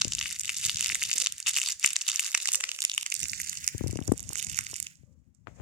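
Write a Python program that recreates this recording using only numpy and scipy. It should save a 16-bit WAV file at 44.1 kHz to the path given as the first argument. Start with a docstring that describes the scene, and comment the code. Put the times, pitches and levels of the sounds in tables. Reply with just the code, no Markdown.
"""In a living room, a thin plastic packet is crumpled beside a hand-held phone, drifts right and then stops.
Creases snap over one by one above a dense fine crackle: each is a short noise burst ringing the film.
Rubbing film adds shaped noise, and decaying noise gives the packet a short room tail.
Fingers on the case thump as ringing modes, rumble and rub in the left microphone only.
Faint hollow swells of narrow noise and a steady room tone lie beneath."""
import sys
import numpy as np
from scipy import signal
from scipy.fft import rfft, irfft, next_fast_len
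from scipy.io import wavfile
from scipy.ndimage import uniform_filter1d, map_coordinates

SR = 44100
rng = np.random.default_rng(int(sys.argv[2]) if len(sys.argv) > 2 else 0)


def store_wav(level_fs):
    """Save 16-bit WAV to argv[1]."""
    pcm = np.round(np.clip(np.atleast_2d(level_fs), -1, 1) * 32767)
    wavfile.write(sys.argv[1], SR, pcm.T.astype(np.int16))


def convert_level_to_amplitude(level_db):
    """Map a level in decibels to its linear amplitude factor."""
    exponent = np.asarray(level_db, float) / 20
    return 10 ** exponent


N = 247621  # length in samples


def level(x, db):
    """Root-mean-square normalisation: scale a signal to an rms level in dB."""
    return x * convert_level_to_amplitude(db) / np.sqrt(np.mean(x ** 2))


def curve(table):
    """Piecewise-linear envelopes: join each column of a table by straight lines in time."""
    s, *columns = np.transpose(table)
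    return [np.interp(np.arange(N) / SR, s, column) for column in columns]


def gain_at(table, hz):
    """Spectral envelope: interpolate a table's dB along a logarithmic frequency axis."""
    table_hz, db = np.transpose(table)
    return convert_level_to_amplitude(np.interp(np.log(hz + 1), np.log(table_hz), db))


def colour(x, table):
    """Linear filtering: multiply the spectrum of a noise by a spectral envelope."""
    length = x.shape[-1]
    size = next_fast_len(length)
    spectrum = rfft(x, size) * gain_at(table, np.fft.rfftfreq(size, 1 / SR))
    return irfft(spectrum, size)[..., :length]


def walk(rate):
    """Slow random modulation: chance levels, rate per second, joined by ramps; spread near 1."""
    hold = int(SR / rate)
    steps = np.repeat(rng.standard_normal(N // hold + 1), hold)
    return uniform_filter1d(steps, hold)[:N] * 1.16


def add(out, s, grains, lead):
    """Superposition: lay grains into a channel, each starting lead samples before its time."""
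    at = np.round(s * SR).astype(int)[:, None] - lead + np.arange(grains.shape[1])
    inside = (at >= 0) & (at < N)
    out += np.bincount(at[inside], grains[inside], N)


# How the packet is held. Each row: time in seconds, lag of the left ear in ms, crisp left minus right in dB,
# small creases' body minus crisp in dB, their middle body pitch in Hz, basic low fullness in dB.
HOLD = [(0.0, 0.027, -2, -3, 3000, 5), (0.5, 0.03, -1.5, -9.5, 2930, -6), (1.0, 0.037, -4, -9, 3100, 3.5),
        (2.0, 0.011, -3, -6.5, 3200, 6.5), (2.75, 0.094, -4, -9, 3000, 9.5),
        (3.2, 0.52, -10.5, -10, 2750, 0), (3.6, 0.38, -8.5, -8, 2400, 6), (3.9, 0.44, -7.5, -5, 1930, -9),
        (4.1, 0.26, -16, -10.5, 2580, -12.5), (4.4, 0.35, -15.5, -1.5, 2440, 4.5),
        (4.95, 0.29, -13.5, -7.5, 2400, 1)]
# The film as the phone hears it. Each row: frequency in Hz, relative density in dB per Hz.
FILM_TONE = [(240, -59.5), (400, -34), (560, -30), (760, -20), (1190, -5.5), (1410, -6), (1570, -8),
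             (1930, -4.5), (2590, -1), (3880, -2), (5140, 2), (7120, 7), (13700, -16), (16500, -39.5)]


def flip_creases(s, crisp_db, body_db, body_hz, crisp_hz):
    """Impulse excitation: a flipping crease's brief burst rings a dull panel and a crisp edge of film."""
    grain, count = 512, len(s)  # samples in a grain, creases
    f = np.fft.rfftfreq(grain, 1 / SR)
    t = (np.arange(grain) - grain // 2) / SR
    kick = 2.09  # strength of the first flip over the flutter
    # three bursts a crease: one shared by the ears, then one for each
    flip_sign = np.sign(rng.standard_normal((count, 3, 1)))
    flutters = rng.standard_normal((count, 3, grain)) + kick * (t == 0) * flip_sign
    length_chance, full_chance, lean_chance = rng.standard_normal((3, count, 1))

    # panel, then the quicker edge: a sharp flip inside a weaker flutter
    bursts = []
    for typical_ms, flutter, steep in ((0.22, 0.2, 0.9), (0.2, 0.18, 1.2)):
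        decay_s = typical_ms / 1000 * np.exp(0.56 * length_chance)
        away = np.where(t > 0, t, -steep * t) / decay_s
        envelope = np.exp(-away) + flutter * np.exp(-away / np.where(t > 0, 4, 7))
        bursts.append(rfft(envelope[:, None] * flutters))

    def hump(hz, octaves):
        """Broad resonance: a bell over log frequency on a flat floor."""
        return 0.2 + np.exp(-.5 * (np.log2((f + 1) / hz[:, None]) / octaves) ** 2)

    below = 1 / (1 + (f / 4400) ** 8)  # crossover from panel to edge
    shapes = below * hump(body_hz, 0.3), (1 - below) * hump(crisp_hz, 0.57)

    hold_s, *hold = np.transpose(HOLD)
    lag_ms, crisp_pan, _, _, full_db = (np.interp(s, hold_s, column) for column in hold)
    # the dull panel leans left and follows the crisp edge only in part
    body_pan = 5.5 + 0.42 * crisp_pan
    lean_db = 3 * lean_chance[:, 0]  # chance left-right spread of single creases
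    # a slacker, larger panel adds a low crumple under big-bodied creases
    full_db = full_db + 0.21 * (body_db + 10).clip(-15) + 2 * full_chance[:, 0]
    low_db = full_db[:, None] / (1 + (f / 1300) ** 6)
    # a turn to the right adds treble
    top_db = -0.11 * crisp_pan[:, None] / (1 + (10500 / (f + 1)) ** 6)
    microphone = 1 / (1 + (f / 15800) ** 40)  # ends near 16 kHz
    tone = gain_at(FILM_TONE, f) * convert_level_to_amplitude(low_db + top_db) * microphone
    # each microphone sees the crease from another angle, so bursts agree less the higher the pitch
    share = 1 / (1 + (f / 9000) ** 2)

    out = np.zeros((2, N))
    for side, sign in enumerate((1, -1)):
        path = tone * np.exp(-1j * np.pi * sign * f * lag_ms[:, None] / 1000)
        for burst, shape, db, pan in zip(bursts, shapes, (body_db, crisp_db), (body_pan, crisp_pan)):
            heard = share * burst[:, 0] + np.sqrt(1 - share ** 2) * burst[:, 1 + side]
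            ring = irfft(heard * path * shape)
            size = convert_level_to_amplitude(db + sign * (pan + lean_db) / 2) / np.sqrt(np.sum(ring ** 2, axis=1))
            add(out[side], s, ring * size[:, None], grain // 2)
    return out


# The kneading hand. Each row: time in seconds, crisp energy in dB of a typical small crease before chance.
KNEADING = [(0.0, -34), (0.09, -39.5), (0.2, -21.5), (0.36, -21.5), (0.42, -38), (0.6, -17.5), (0.75, -22),
            (0.9, -16), (1.0, -26), (1.2, -17.5), (1.29, -37), (1.45, -37.5), (1.48, -15.5), (1.72, -21.5),
            (1.76, -47), (1.83, -25), (1.87, -15.5), (1.96, -39), (2.06, -31.5), (2.11, -19), (2.56, -29.5),
            (2.64, -33.5), (3.05, -30), (3.4, -28.5), (3.6, -23.5), (3.72, -42), (4.1, -41), (4.25, -41),
            (4.4, -32), (4.85, -36.5), (4.93, -57), (5.1, -80)]


def fine_crackle():
    """Random point process: many small creases, patchy in level, whose sizes follow an exponential law."""
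    when, size, dullness, body_pitch, crisp_pitch = rng.random((5, 3400))
    s = when * N / SR
    hold_s, _, _, dull_db, middle_hz, _ = np.transpose(HOLD)
    patch_db = 4.5 * walk(60)[(s * SR).astype(int)].clip(-3.0, 1.1)
    spread_db = -3.8 * (1 + np.log(size).clip(-2.5))
    crisp_db = np.interp(s, *np.transpose(KNEADING)) + patch_db + spread_db
    body_db = crisp_db + np.interp(s, hold_s, dull_db) + 12 * (dullness - .5)
    body_hz = np.interp(s, hold_s, middle_hz) * 2.66 ** (body_pitch - .5)
    crisp_hz = 7200 * 9.0 ** (crisp_pitch - .5)
    return flip_creases(s, crisp_db, body_db, body_hz, crisp_hz)


# The loud creases that snap over. Each row: time in seconds, crisp energy in dB and body energy in dB
# before panning, body resonance in Hz, crisp resonance in Hz.
LOUD_CREASES = [(0.0149, -1.5, -7.5, 3860, 6100), (0.018, 2.5, -0.5, 3450, 3940),
                (0.0474, -2, -15, 2850, 4940), (0.0815, -6.5, -21, 3360, 7000),
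                (0.122, -4.5, -10, 3300, 5950), (0.135, -4, -20.5, 3590, 4000),
                (0.1509, -3, -15, 3280, 7260), (0.185, -15, -9.5, 3350, 8400),
                (0.191, -3.5, -22, 3430, 4460), (0.213, -10, -5.5, 2730, 4400),
                (0.227, -10, -11, 2730, 4800), (0.2577, -14.5, -8.5, 2270, 5960),
                (0.2607, -26.5, -12, 2460, 4730), (0.293, -20, -32, 2640, 4000),
                (0.3283, -8, -28, 2770, 7860), (0.3633, -14.5, -19, 2280, 7100),
                (0.389, -15, -34, 2780, 13900), (0.3964, -2.5, -26, 2580, 8200),
                (0.409, -8.5, -22, 2870, 8200), (0.4136, -9, -24, 2240, 12600),
                (0.435, -9.5, -21, 3060, 7700), (0.4476, -13, -14, 2630, 9800),
                (0.4558, -8.5, -16, 3540, 9600), (0.4795, -10.5, -14, 2650, 9600),
                (0.4941, -5.5, -1.5, 2250, 7140), (0.5016, -11.5, -11.5, 2460, 9800),
                (0.545, -12, -21, 2880, 6200), (0.567, -6.5, -22, 3290, 7800),
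                (0.5849, -8, -24, 3040, 5500), (0.597, -12, -23, 3000, 7000), (0.614, -13, -22, 3270, 7500),
                (0.628, -15.5, -24, 3000, 7000), (0.642, -8, -9, 2940, 6700), (0.652, 0, -9.5, 3500, 5400),
                (0.6634, -3.5, -30, 3190, 7900), (0.6671, -8.5, -17, 3320, 8700),
                (0.677, -15, -20, 3080, 8700), (0.686, -10, -15.0, 3610, 4900),
                (0.6962, -8.5, -1, 2940, 5100), (0.7456, -8, -17, 3330, 4800),
                (0.7588, -7.5, -16, 3020, 4000), (0.771, -4.5, -16, 4080, 4000),
                (0.7752, -10.5, -17, 2730, 7400), (0.7856, -12.5, -15, 3240, 7100),
                (0.8091, 0, -6.5, 2850, 7200), (0.8174, -14, -35.5, 4400, 6700),
                (0.8269, -6.5, -10, 3330, 6300), (0.845, -7.5, -9.5, 3450, 5400),
                (0.8609, -4, -8, 2780, 4000), (0.9, -22, -3.5, 2100, 5640), (0.921, -20, -4.5, 2200, 4000),
                (0.9472, 0, -9.5, 3180, 7440), (0.9507, -13, -19.5, 2370, 5700),
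                (0.9549, -4, -7.5, 2200, 9400), (1.017, -8, -18, 2240, 8340), (1.0226, -23, -4, 2250, 5600),
                (1.0262, -15, -12, 2330, 4000), (1.0302, -2.5, -28, 2800, 6700),
                (1.037, -3.5, -6.5, 3290, 8700), (1.0982, -18, -12, 2320, 7300),
                (1.105, -10.5, -29, 3270, 16000), (1.1148, -3.5, -4, 2580, 6850),
                (1.1308, -0.5, -15, 3200, 4200), (1.1373, -3, -14, 3040, 6800),
                (1.1595, -9.5, -33, 2770, 6800), (1.1813, -0.5, -28, 3930, 6400),
                (1.1837, -3, -19, 2950, 8300), (1.2015, -3, -14, 3500, 5870), (1.205, -15, -25, 3530, 8700),
                (1.2181, -3, -9, 3530, 8400), (1.2222, -1, -14, 2920, 7000), (1.243, -7, -22, 3910, 7200),
                (1.262, -1.5, -6.5, 2780, 5000), (1.2708, -0.5, -2.5, 3550, 5500),
                (1.3234, -7, -18, 3900, 11700), (1.382, -14, -25, 3130, 9400),
                (1.4024, -8.5, -20, 2850, 9600), (1.4276, -14, -28, 3190, 4600),
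                (1.4642, -17.5, -9.5, 2970, 6400), (1.4689, -4.5, -12.5, 3260, 4000),
                (1.4719, -6, -5.5, 2800, 7800), (1.4785, -9, -12, 2920, 8000),
                (1.4841, -2, -15, 3150, 5800), (1.4881, -6, -13, 3120, 5600),
                (1.4917, -9.5, -13, 3540, 7400), (1.507, -13, -13, 3090, 8900),
                (1.512, -7.5, -22, 3340, 7100), (1.5353, -8, -20, 3450, 6000),
                (1.543, -7.5, -17, 3560, 4800), (1.5652, 0, -4.5, 2780, 6900),
                (1.5716, -2.5, -4.5, 2550, 6000), (1.584, -10, -17, 3040, 4900),
                (1.5861, -4, -5, 2800, 9400), (1.594, -9, -31, 3330, 8900), (1.6004, -7.5, -36, 3370, 8000),
                (1.6168, -3, -6, 2740, 10000), (1.6313, -7.5, -14, 2740, 5800),
                (1.6376, -8, -13, 2580, 9260), (1.6738, -13.5, -14, 2770, 6080),
                (1.6873, -5.5, -12.5, 3040, 5360), (1.7054, -5, -28, 4400, 4100),
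                (1.7222, -3.5, -29, 3400, 6960), (1.727, -11.5, -28, 3440, 6700),
                (1.7972, -12, -40, 4400, 14000), (1.8293, -10.5, -17, 2560, 5100),
                (1.842, -0.5, -14, 2370, 7400), (1.846, 2, 5, 2280, 8150), (1.8613, 7, -20, 2680, 7100),
                (1.8643, -9.5, -26, 2660, 6300), (1.8759, -6, -10.5, 2650, 8600),
                (1.89, -9, -23, 3030, 9100), (1.906, -7, -14, 3400, 7800),
                (1.9326, -4.5, -18.5, 3180, 10400), (1.9597, -10.5, -6.5, 4000, 7900),
                (1.9651, 3, -6.5, 2200, 6050), (1.9895, -17, -33, 4400, 4000), (2.012, -9, -35, 2800, 5600),
                (2.0155, -5.5, -11.5, 3000, 5250), (2.0205, -9, -36, 2430, 7600),
                (2.0668, -16, -16, 3480, 7000), (2.08, -3.5, -15, 3130, 12500),
                (2.083, -2.5, -7.5, 3730, 6100), (2.089, 1, -7, 2710, 7200), (2.098, -5, -17, 2950, 7600),
                (2.1008, -6.5, -7.5, 3390, 8000), (2.1174, -5.5, -15, 3430, 4000),
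                (2.16, 0.5, -18, 3020, 5830), (2.1955, 1, -2, 2690, 8400), (2.201, -5.0, -26, 2970, 10100),
                (2.2064, -6, -29, 3720, 11200), (2.2507, -11, -30, 2790, 7600),
                (2.2625, -10, -21, 2380, 6500), (2.266, -7, -19, 2600, 7400),
                (2.31, -13.5, -34, 3350, 6600), (2.3177, -13, -39, 2430, 5400),
                (2.3456, -8, -5.5, 2480, 7900), (2.3494, 4, 3.5, 2400, 6000),
                (2.3522, -4, -15.0, 2290, 5470), (2.376, -5.5, -9.5, 3630, 8300),
                (2.379, -9.5, -18, 4050, 9200), (2.4024, -14.5, -13, 3380, 6600),
                (2.4283, -8, -29, 3810, 11100), (2.4572, -2, -9, 2240, 5800),
                (2.4744, -3, -7.5, 3120, 8000), (2.484, -6.5, -17, 3560, 4770),
                (2.4886, -3, -3.5, 2800, 7300), (2.5195, -3, -21, 3120, 9000),
                (2.5303, -4.5, -29, 3170, 9300), (2.536, 2.5, -17, 3650, 8400),
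                (2.5465, -0.5, -6.5, 2670, 7800), (2.5561, 2.5, -16, 4400, 8700),
                (2.604, -12.5, -17, 2450, 7000), (2.6082, -6, -11.5, 2330, 8340),
                (2.64, -3.5, -3, 2260, 4770), (2.6523, -17, -24, 2470, 4400),
                (2.6915, -6.5, -9, 2550, 4540), (2.7166, -8.5, -10, 2870, 5330),
                (2.7492, -23, -17, 3160, 4000), (2.7894, -13, -13, 2450, 7100),
                (2.8053, -6, -19, 2990, 7400), (2.8205, -6.5, -9, 3730, 11600),
                (2.827, -6, -16, 2930, 7700), (2.84, -8, -14, 2510, 12400), (2.8506, 4, -4.5, 2480, 8750),
                (2.8976, -9, -7, 3200, 4000), (2.9165, -9, -10.5, 3530, 4000),
                (2.9352, -18, -16.5, 2860, 6900), (2.94, -9, -19, 2810, 6500),
                (2.9483, -11, -24, 2700, 7900), (2.979, -2.5, -1.5, 2850, 8800),
                (3.012, -13.5, -19, 3100, 8600), (3.0261, -14, -29, 3210, 5670),
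                (3.03, -12.5, -11.5, 2790, 10800), (3.0637, -6, -8, 2380, 6600),
                (3.1023, -10, -31, 3020, 8400), (3.119, -10.5, -16, 2690, 8400),
                (3.123, -7, -4, 2250, 6000), (3.1421, -4, -21, 2640, 11900), (3.152, -10, -32, 2870, 4100),
                (3.1652, -11, -24.0, 4400, 5700), (3.1939, -9.5, -33, 2700, 7800),
                (3.2032, -10.5, -20, 2770, 6900), (3.215, -15, -23, 2290, 8800),
                (3.2316, -5, -12, 2150, 8600), (3.2405, -8.5, -25, 3320, 5400),
                (3.256, -13.5, -13.5, 2220, 5300), (3.2843, -9, -32, 3700, 10300),
                (3.2972, -9, -39, 3960, 4000), (3.3035, -14, -39, 2690, 11200),
                (3.318, -12.5, -38, 2340, 10300), (3.3337, -13, -7.5, 2170, 4030),
                (3.4011, -10.5, -9.5, 1940, 12800), (3.4168, -8, -25, 2420, 13500),
                (3.4869, -15, -32, 4050, 4000), (3.4962, -7, -43, 2620, 7250),
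                (3.53, -13.5, -16, 2480, 10800), (3.5541, -14, -25, 2860, 6800),
                (3.5733, -10.5, -18, 3080, 5300), (3.6439, -10, -20, 2210, 6960),
                (3.6663, -14.5, -40, 2230, 9200), (3.6779, 3, -8.5, 2040, 8200),
                (3.688, -9.5, -18, 2210, 9600), (3.7808, -11.5, -30, 3340, 10500),
                (3.957, -20.5, -30, 2500, 5500), (3.8735, -14, -28, 2190, 8500),
                (3.8806, -14.5, -29, 1980, 8800), (3.9112, -14.5, -28, 1960, 6660),
                (3.9729, -16.5, -22, 2460, 6640), (3.837, -24, -34, 2200, 7000),
                (3.928, -20, -39, 2400, 6000), (4.0045, -23, -37, 2630, 9100),
                (4.0781, -9.5, -45, 2380, 8000), (4.025, -31, -26, 3000, 5000),
                (4.1223, -11, -35, 3200, 10800), (4.1786, -18.5, -35, 2450, 11000),
                (4.195, -15, -26.5, 3120, 7100), (4.2048, -16, -26, 2020, 10600),
                (4.229, -19, -31, 2840, 11600), (4.292, -15.5, -28, 3900, 8050),
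                (4.333, -12, -38, 2580, 13500), (4.3564, -13, -13, 1760, 6900),
                (4.376, -12.5, -37, 3530, 7900), (4.3818, -12, -31, 3200, 8900),
                (4.3864, -16, -44, 2310, 11100), (4.3932, -15, -26.5, 3020, 6300),
                (4.3975, -14, -10.5, 2730, 5300), (4.4271, -11, -14, 2150, 9000),
                (4.4466, -13, -28, 1990, 9300), (4.469, -14.5, -21, 2390, 7200),
                (4.4978, -12, -23, 2700, 7800), (4.546, -15.5, -17.5, 2130, 7000),
                (4.5705, -18, -40, 2110, 16000), (4.577, -17, -11.5, 1900, 9600),
                (4.5894, -4, -3.5, 1860, 8150), (4.6097, -15, -18, 1960, 9700),
                (4.6397, -21, -35, 1880, 11200), (4.6674, -14.5, -14, 2030, 4230),
                (4.714, -20.5, -40, 2000, 7400), (4.742, -13, -19, 2580, 7500),
                (4.758, -15, -18.5, 2190, 5700), (4.764, -14.5, -26, 2000, 9800),
                (4.8018, -8, -17.5, 2160, 10700), (4.8277, -12, -28, 2950, 10500),
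                (4.8685, -15, -15.5, 2640, 5640), (4.9556, -36, -55, 2900, 6000),
                (5.3491, -45, -64.5, 1478, 8200)]


def loud_snaps():
    """Snap-through buckling: the listed large creases flip at their own times."""
    return flip_creases(*np.transpose(LOUD_CREASES))


def room(x):
    """Reverberation: hand and furniture smear quickly, walls add a longer, thinner tail; ears differ."""
    t = np.arange(int(.6 * SR)) / SR
    out = x.copy()
    # decay time to -60 dB in s, energy in dB, first arrival in s, band in Hz
    near = 0.0037, -11.5, .0008, (300, 16000)
    walls = 0.31, -20, .006, (1000, 9000)
    for t60, db, start, band_hz in (near, walls):
        tail = rng.standard_normal((2, len(t))) * np.exp(-np.log(1000) * t / t60) * (t > start)
        tail = signal.sosfilt(signal.butter(2, band_hz, "band", fs=SR, output="sos"), tail)
        tail *= convert_level_to_amplitude(db) / np.sqrt(np.sum(tail ** 2, axis=1, keepdims=True))
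        out += signal.fftconvolve(x, tail, axes=1)[:, :N]
    return out


# Film sliding on film. Each row: time in seconds, dull rustle in dB and bright hiss in dB,
# both before flicker and panning.
SLIDING = [(0.0, -62, -46.5), (0.4, -63.5, -59), (0.85, -55, -51), (1.2, -64, -56), (1.3, -59, -62),
           (1.45, -64.5, -53.5), (1.55, -60, -60), (1.72, -56, -48), (1.77, -68, -57), (2.0, -59, -53),
           (2.3, -66, -50.5), (2.55, -55, -44), (2.64, -65, -48), (3.08, -60, -62), (3.25, -58, -48),
           (3.7, -53, -53), (3.92, -57, -60.5), (3.95, -65, -67), (4.1, -65, -70), (4.4, -66.5, -51),
           (4.9, -61.5, -64.5), (5.1, -89, -87), (5.34, -99, -101), (5.35, -94.5, -81), (5.46, -97.5, -90),
           (5.48, -85, -76), (5.61, -86.5, -68.5)]


def slide():
    """Friction noise: rubbing film gives a smooth rustle and hiss, with a moving lag at the left ear."""
    dull_db, bright_db = curve(SLIDING)
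    lag_ms, crisp_pan, *_ = curve(HOLD)
    body_pan = 5.5 + 0.42 * crisp_pan
    # spectra as (Hz, relative dB per Hz)
    dull_band = [(1100, -32.5), (1450, -0.5), (2000, 4.5), (4500, -10.5)]
    bright_band = [(3000, -24), (7100, 4.5), (12500, -29.5), (14500, -62)]
    # flicker in dB, then the part of the noise that differs between the ears
    layers = ((dull_band, dull_db, body_pan, 3.0, 0.5), (bright_band, bright_db, crisp_pan, 4.0, 0.84))
    out = np.zeros((2, N))
    for band, db, pan, flicker_db, unlike in layers:
        shared, *own = colour(rng.standard_normal((3, N)), band)
        gain = convert_level_to_amplitude(db + flicker_db * walk(90))
        for side, sign in enumerate((1, -1)):
            read_at = np.arange(N) - sign * lag_ms * SR / 2000  # half the lag for each ear
            late = map_coordinates(shared, [read_at], mode="mirror")
            out[side] += level(late + unlike * own[side], 0) * gain * convert_level_to_amplitude(sign * pan / 2)
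    return out


# Room tone. Each row: frequency in Hz, relative density in dB per Hz.
AIR_TONE = [(40, -14), (200, 6), (550, -4.5), (1500, -8), (4000, -29.5), (6500, -9), (12000, -32.5),
            (16000, -40.5)]


def air():
    """Stationary noise: a steady room tone, independent at each ear."""
    return level(colour(rng.standard_normal((2, N)), AIR_TONE), -86.5)


# Grip on the case. Each row: time in seconds, rumble in dB.
GRIP_LEVEL = [(0.0, -53), (0.1, -45), (0.16, -46.5), (0.55, -59.5), (0.77, -47.5), (1.2, -59.5), (2.0, -68),
              (2.6, -72.5), (3.07, -70), (3.2, -51), (3.35, -48.5), (3.5, -57), (3.71, -52), (3.82, -37),
              (4.15, -45.5), (4.3, -47), (4.6, -50), (4.92, -50.5), (5.03, -60.5), (5.14, -52),
              (5.4, -56.5), (5.61, -45)]
# Colour of the rumble. Each row: frequency in Hz, relative density in dB per Hz.
RUMBLE_TONE = [(25, -34.5), (45, -9.5), (70, 2.5), (105, 1), (170, -1.5), (280, -12), (420, -34),
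               (700, -56.5)]


def grip_rumble():
    """Amplitude-modulated noise: fingers shifting on the case give a throbbing low rumble."""
    throb_db = 4.5 * walk(30).clip(-3, 1.2)
    rumble = colour(rng.standard_normal(N), RUMBLE_TONE) * convert_level_to_amplitude(throb_db)
    return level(rumble, 0) * convert_level_to_amplitude(curve(GRIP_LEVEL)[0])


# Finger knocks on the case. Each row: time in seconds, peaks in dB of the low, middle and edge mode.
FINGER_KNOCKS = [(0.052, -35, -25.5, -57), (0.0722, -28.5, -37.5, -62), (0.6574, -35, -56, -48.5),
                 (0.6814, -35, -71, -58.0), (0.748, -34.5, -75, -61.5), (0.9287, -44.5, -43.5, -62),
                 (1.157, -46.5, -43, -58), (1.214, -60, -47, -64), (3.238, -61, -44.5, -66),
                 (3.7495, -24.5, -27.5, -56), (3.8111, -23, -21.5, -40), (3.842, -20.5, -24.5, -47),
                 (3.8643, -22, -24.5, -53), (3.8955, -26, -36, -55), (3.9329, -27.5, -25.5, -48),
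                 (3.959, -24.5, -22.5, -51), (3.991, -26.5, -22.5, -25.5), (4.0155, -23, -28.5, -60),
                 (4.0827, -28, -24, -30), (4.093, -17, -22, -41), (4.1203, -24.5, -7.5, -21),
                 (4.1384, -36, -27.5, -60), (4.196, -57.5, -48, -43), (4.296, -36, -50, -55),
                 (4.3058, -64, -38.5, -33.5), (4.3268, -52.5, -44, -34), (4.475, -41, -65, -47),
                 (4.734, -43.5, -42.5, -31.5), (5.0355, -41.5, -51, -82), (5.473, -44.5, -45, -21.5),
                 (5.483, -41.5, -39, -36), (5.6016, -53, -41, -35.5)]
# Case modes. Each row: frequency in Hz before a chance detuning, width in Hz before the response is sharpened.
CASE_MODES = [(103, 105), (285, 312), (850, 1600)]


def knocks():
    """Modal excitation with dispersion: each knock rings the case modes as a falling chirp."""
    s, *peaks_db = np.transpose(FINGER_KNOCKS)
    size = 8192
    f = np.fft.rfftfreq(size, 1 / SR)
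    # bending waves are slower the lower they are; above 550 Hz the delay is constant, so the edge stays sharp
    delay_s = 0.088 * (1 / np.sqrt(f.clip(30, 550)) - 1 / np.sqrt(CASE_MODES[1][0]))
    travel = np.exp(-2j * np.pi * np.cumsum(delay_s) * f[1])
    # the fingertip lands unevenly: a first touch and a ragged few milliseconds after it
    touch = rng.standard_normal((len(s), size)) * 0.06 * np.exp(-np.arange(size) / (0.0036 * SR))
    touch[:, 0] = 1
    arrival = travel * rfft(touch)
    out = np.zeros(N)
    for (hz, width), db in zip(CASE_MODES, peaks_db):
        detune = np.exp(.06 * rng.standard_normal((len(s), 1)))
        mode = 1j * f * width / ((hz * detune) ** 2 - f ** 2 + 1j * f * width)
        sharpened = np.abs(mode) ** 2 * mode
        ring = np.roll(irfft(sharpened * arrival), size // 2, axis=1)
        peak = np.abs(ring).max(axis=1)
        add(out, s, ring * (convert_level_to_amplitude(db) / peak)[:, None], size // 2)
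    return out


# Skin sliding over the case. Each row: time in seconds, rub in dB.
RUB_LEVEL = [(0.85, -100), (0.95, -60), (1.05, -74), (1.17, -57.5), (1.35, -93.5), (3.7, -78), (3.85, -60),
             (4.1, -60), (4.2, -62), (4.5, -66.5), (4.9, -82), (5.45, -89), (5.475, -54), (5.55, -65),
             (5.61, -51)]
# Colour of the rub. Each row: frequency in Hz, relative density in dB per Hz.
SKIN_TONE = [(250, -23), (500, 2.5), (1200, -10.5), (2400, -12), (4300, -27.5), (8000, -37.5)]


def skin_rub():
    """Friction noise: skin sliding over the case gives a fluttering coloured noise."""
    rub = colour(rng.standard_normal(N), SKIN_TONE) * convert_level_to_amplitude(1.8 * walk(210))
    return level(rub, 0) * convert_level_to_amplitude(curve(RUB_LEVEL)[0])


# Faint swells from across the room. Each row: start in seconds, fade length in seconds, level in dB.
HOLLOW_SWELLS = [(1.201, 0.053, -61.5), (2.552, 0.2, -66.5), (5.05, 0.14, -76)]
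# Colour of the swells. Each row: frequency in Hz, relative density in dB per Hz.
SWELL_TONE = [(380, -20.5), (460, -1), (560, 4.5), (700, -21.5), (1230, -14), (1400, -34)]


def hollow():
    """Band-limited noise: a narrow band swells and fades a few times, alike in both ears."""
    t = np.arange(N) / SR
    swell = np.zeros(N)
    for s, length, db in HOLLOW_SWELLS:
        rise = np.clip((t - s) / 0.016, 0, 1)
        fade = np.exp(-np.clip(t - s, 0, 9) ** 2 / length ** 2)
        swell += convert_level_to_amplitude(db) * rise * fade
    return level(colour(rng.standard_normal(N), SWELL_TONE), 0) * swell


def scene():
    """Superposition: only the creases excite the room; the fingers reach the left microphone alone."""
    out = room(fine_crackle() + loud_snaps()) + slide() + air() + hollow()
    out[0] += grip_rumble() + knocks() + skin_rub()
    return out


def low_pass(x):
    """Removes everything above the highest recorded frequency."""
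    return signal.sosfilt(signal.butter(12, 16650, fs=SR, output="sos"), x)


def record(dry):
    """Saturation: the converter clips at full scale."""
    return low_pass(np.clip(dry, -1, 1))


dry = scene()
out = record(dry)
store_wav(out)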